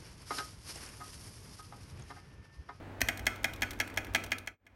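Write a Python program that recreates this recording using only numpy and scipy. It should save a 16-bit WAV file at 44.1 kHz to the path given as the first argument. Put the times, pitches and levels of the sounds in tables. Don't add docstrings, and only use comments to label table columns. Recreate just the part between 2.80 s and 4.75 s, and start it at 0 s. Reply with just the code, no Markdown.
import sys
import numpy as np
from scipy import signal
from scipy.fft import rfft, irfft, next_fast_len
from scipy.io import wavfile
from scipy.ndimage import map_coordinates

SR = 44100
rng = np.random.default_rng(int(sys.argv[2]) if len(sys.argv) > 2 else 0)


def master_out(mix):
    frames = np.transpose(np.atleast_2d(mix))
    ceiling = np.clip(frames, -1, 1)
    pcm = np.round(ceiling * 32767).astype(np.int16)
    wavfile.write(sys.argv[1], SR, pcm)


N = 85995
HIT_T_S = np.arange(SR // 3) / SR
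TICK_HOLD_S, TICK_T60_S = .003, .021
LEAF_LEAD_S = .012

# (time [s], level [dB], snap re level [dB], first flight [s], bounce re level [dB])
RETURNS = [(.2863, -20.5, -0.5, .0072, -13), (.4673, -19.5, 0, .0083, -12), (.6434, -21, 0, .0079, -11),
           (.8208, -23.5, -0.5, .0086, -4), (1.0010, -22.5, 0.5, .0083, -7),
           (1.1736, -23.5, -0.5, .0078, -9), (1.3480, -19, -.5, .0090, -7), (1.5186, -21, -1.5, .0085, -9),
           (1.6738, -22, -1, .0083, -12), (1.8660, -30, -4, .0058, -7)]
# (frequency [Hz], level [dB], t60 [s])
CASE_MODES = [(247, -22, .16), (313, -22, .12), (400, -20, .018), (610, -22, .07), (690, -9, .028),
              (724, -26, .1), (772, -18, .09), (1336, -25, .2), (1478, -16, .11), (1702, 4.5, .0135),
              (2022, -15, .07), (1931, -21.5, .07), (2141, 3.5, .017), (2472, -5.5, .04),
              (2995, -5.5, .008)]
# (frequency [Hz], level [dB])
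SNAP_SPECTRUM = [(200, -14.5), (1000, -14), (1800, 2), (3300, 2), (3900, -3), (4500, 0.5), (5000, -7.5),
                 (5400, 0), (6600, -0.5), (7400, -7.5), (8600, -6), (11000, -10), (12400, -5), (13600, -11),
                 (15500, -13)]
# (frequency [Hz], level [dB])
TICK_SPECTRUM = [(200, -12), (600, -7), (900, -10), (1400, -1), (2300, 0), (3200, 2), (4200, -1),
                 (5000, -6), (5800, -2), (7500, -7), (9000, -3), (11000, -9), (12800, -4), (15500, -10)]


def bar_returns():
    # (frequency [Hz], level [dB], t60 [s])
    cap_modes = [(560, -18, .022), (1870, -2, .03), (2720, -21, .04), (3240, -6, .025), (4420, -14, .016),
                 (5400, -12, .018), (5800, -16, .016), (6480, -11, .014), (8620, -21, .015),
                 (12300, -22, .014)]
    case_lag_s = .00231
    rebound_ratio, rebound_db = .62, -6
    out = np.zeros(N)
    for time_s, db, snap_db, flight_s, bounce_db in RETURNS:
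        leaf = chatter(TICK_SPECTRUM, TICK_HOLD_S, TICK_T60_S)
        add(out, time_s - LEAF_LEAD_S, amp(db - 29) * leaf)
        contacts = [(0, 0), (flight_s, bounce_db),
                    (flight_s * (1 + rebound_ratio), bounce_db + rebound_db)]
        for lag_s, loss_db in contacts:
            cap = ring(cap_modes) + amp(-7.5) * chatter(SNAP_SPECTRUM, hold_s=.0024, t60_s=.011)
            add(out, time_s + lag_s, amp(db + loss_db + snap_db) * cap)
            add(out, time_s + lag_s + case_lag_s, amp(db + loss_db) * ring(CASE_MODES))
    return out


def bar_presses():
    # (frequency [Hz], level [dB], t60 [s])
    bottom_out_modes = [(262, -16, .08), (670, -9, .028), (1150, -14, .012), (1530, -9, .035),
                        (1790, 3, .016), (2010, 2, .017), (2480, -8, .03), (2570, -14, .04),
                        (3200, -8, .018), (4300, -8, .015), (5480, -10, .015), (5880, -13, .015),
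                        (6450, -11, .012), (8450, -13, .015), (12300, -10, .016)]
    # (time [s], level [dB], case knock re level [dB])
    clicks = [(.2062, -37, -1), (.2095, -43, 3), (.3738, -43, -2), (.3935, -44, 3), (.5585, -49, -12),
              (.7350, -43, -11), (.7605, -50.5, -10), (.9072, -38.5, -10), (.9130, -45, 0),
              (.9325, -49, -1), (1.0760, -47, 0), (1.1000, -53, 5), (1.1402, -52, -12), (1.2462, -46, -4.5),
              (1.2680, -55, 12), (1.4378, -40, -7), (1.4425, -45, -2), (1.4630, -48.5, -9),
              (1.5832, -36, -12)]
    out = np.zeros(N)
    bottom_out = ring(bottom_out_modes) + amp(-9.5) * chatter(SNAP_SPECTRUM, hold_s=.003, t60_s=.014)
    add(out, time_s=.2157, sound=amp(-18) * bottom_out)
    for time_s, db, knock_db in clicks:
        tick = chatter(TICK_SPECTRUM, TICK_HOLD_S, TICK_T60_S)
        add(out, time_s, amp(db) * (tick + amp(knock_db) * ring(CASE_MODES)))
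    return out


def desk_thuds():
    # (time [s], level [dB])
    pushes = [(.224, -29), (.252, -39), (.398, -37), (.430, -41), (.788, -39), (1.170, -43), (1.268, -40),
              (1.303, -39)]
    # (frequency [Hz], level [dB], t60 [s])
    desk_modes = [(56, -1, .24), (92, -1, .13), (145, -15, .12)]
    rise_s = .007
    onset = 1 - np.exp(-HIT_T_S / rise_s)
    out = np.zeros(N)
    for time_s, db in pushes:
        add(out, time_s, amp(db) * ring(desk_modes) * onset)
    return out


def room_reverb(x):
    # (frequency [Hz], t60 [s])
    tail_decay = [(200, 0.05), (700, 0.41), (2000, 0.47), (5000, 0.4), (12000, 0.36)]
    # (frequency [Hz], gain [dB])
    tail_spectrum = [(100, -10), (300, -9), (600, -8), (900, -14), (1150, -5), (1400, -4.5), (1700, -14),
                     (2050, -16), (2350, -9), (2600, -10), (3200, -15), (6000, -16), (14000, -14)]
    # (frequency [Hz], gain [dB])
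    early_spectrum = [(300, 2), (2000, 0), (5000, -7), (14000, -5)]
    delay_s = .005
    hz, t, noise_bands = signal.stft(rng.standard_normal(SR // 2), SR, nperseg=256)
    band_t60_s = log_interp(tail_decay, hz)[:, None]
    _, tail = signal.istft(noise_bands * decay(t, band_t60_s), SR, nperseg=256)
    early = rng.standard_normal(len(HIT_T_S)) * decay(HIT_T_S, t60_s=.045)
    response = np.zeros(SR)
    add(response, delay_s, amp(-14.5) * coloured(early / np.linalg.norm(early), early_spectrum))
    add(response, 2 * delay_s, coloured(tail / np.linalg.norm(tail), tail_spectrum))
    return signal.fftconvolve(x, response)[:N]


def background():
    # (frequency [Hz], rms level [dB])
    partials = [(97, -51.5), (195, -66)]
    # (frequency [Hz], relative level [dB])
    noise_spectrum = [(20, -14), (35, -6), (55, 2), (75, -5), (120, -9), (150, -7.5), (175, -15), (260, -4),
                      (400, -11), (700, -13), (1100, -19), (1700, -19), (3000, -30), (6000, -42),
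                      (15000, -51)]
    t = np.arange(N) / SR
    drift_rad = .5 * map_coordinates(rng.standard_normal(32), [t * 6])
    hum = sum(amp(db) * np.sqrt(2) * np.sin(2 * np.pi * hz * t + drift_rad) for hz, db in partials)
    return hum + amp(-47) * unit_rms(coloured(rng.standard_normal(N), noise_spectrum))


def ring(modes, scatter_db=1.1):
    hz, db, t60_s = np.transpose(modes)[:, :, None]
    gains = amp(db + scatter_db * rng.standard_normal(db.shape))
    partials = gains * decay(HIT_T_S, t60_s) * np.sin(2 * np.pi * hz * HIT_T_S)
    polarity = (-1) ** np.arange(len(modes))
    return polarity @ partials


def chatter(spectrum, hold_s, t60_s):
    noise = unit_rms(coloured(rng.standard_normal(len(HIT_T_S)), spectrum))
    return noise * decay(HIT_T_S - hold_s, t60_s)


def amp(db):
    return 10 ** (np.asarray(db) / 20)


def unit_rms(x):
    return x / np.sqrt(np.mean(x ** 2) + 1e-20)


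def log_interp(points, hz):
    point_hz, values = np.transpose(points)
    return np.interp(np.log(hz + 1), np.log(point_hz + 1), values)


def decay(t, t60_s):
    return amp(-60 * np.maximum(t, 0) / t60_s)


def coloured(x, spectrum):
    size = next_fast_len(2 * len(x))
    gain = amp(log_interp(spectrum, np.fft.rfftfreq(size, 1 / SR)))
    return irfft(rfft(x, size) * gain, size)[:len(x)]


def add(track, time_s, sound):
    part = track[max(round(time_s * SR), 0):][:len(sound)]
    part += sound[:len(part)]


def scene():
    keys = bar_returns() + bar_presses()
    starts_s = [time_s - LEAF_LEAD_S for time_s, *_ in RETURNS]
    stroke = np.searchsorted(starts_s, np.arange(N) / SR)
    reverb = sum(room_reverb(keys * (stroke == k)) for k in range(len(RETURNS) + 1))
    return (keys + reverb + desk_thuds() + background())[None]


def record(dry):
    # (time [s], gain [dB])
    fade = [(1.45, -0.5), (1.6, -5.5), (1.68, -10), (1.74, -20), (1.78, -42.5), (1.82, -30), (1.87, -21),
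            (1.95, -16)]
    cutoff_hz = 15850
    time_s, db = np.transpose(fade)
    faded = dry * amp(np.interp(np.arange(N) / SR, time_s, db))
    size = next_fast_len(N + SR // 2)
    passband = np.fft.rfftfreq(size, 1 / SR) < cutoff_hz
    return irfft(rfft(faded, size) * passband, size)[:, :N]


dry = scene()
out = record(dry)
master_out(out)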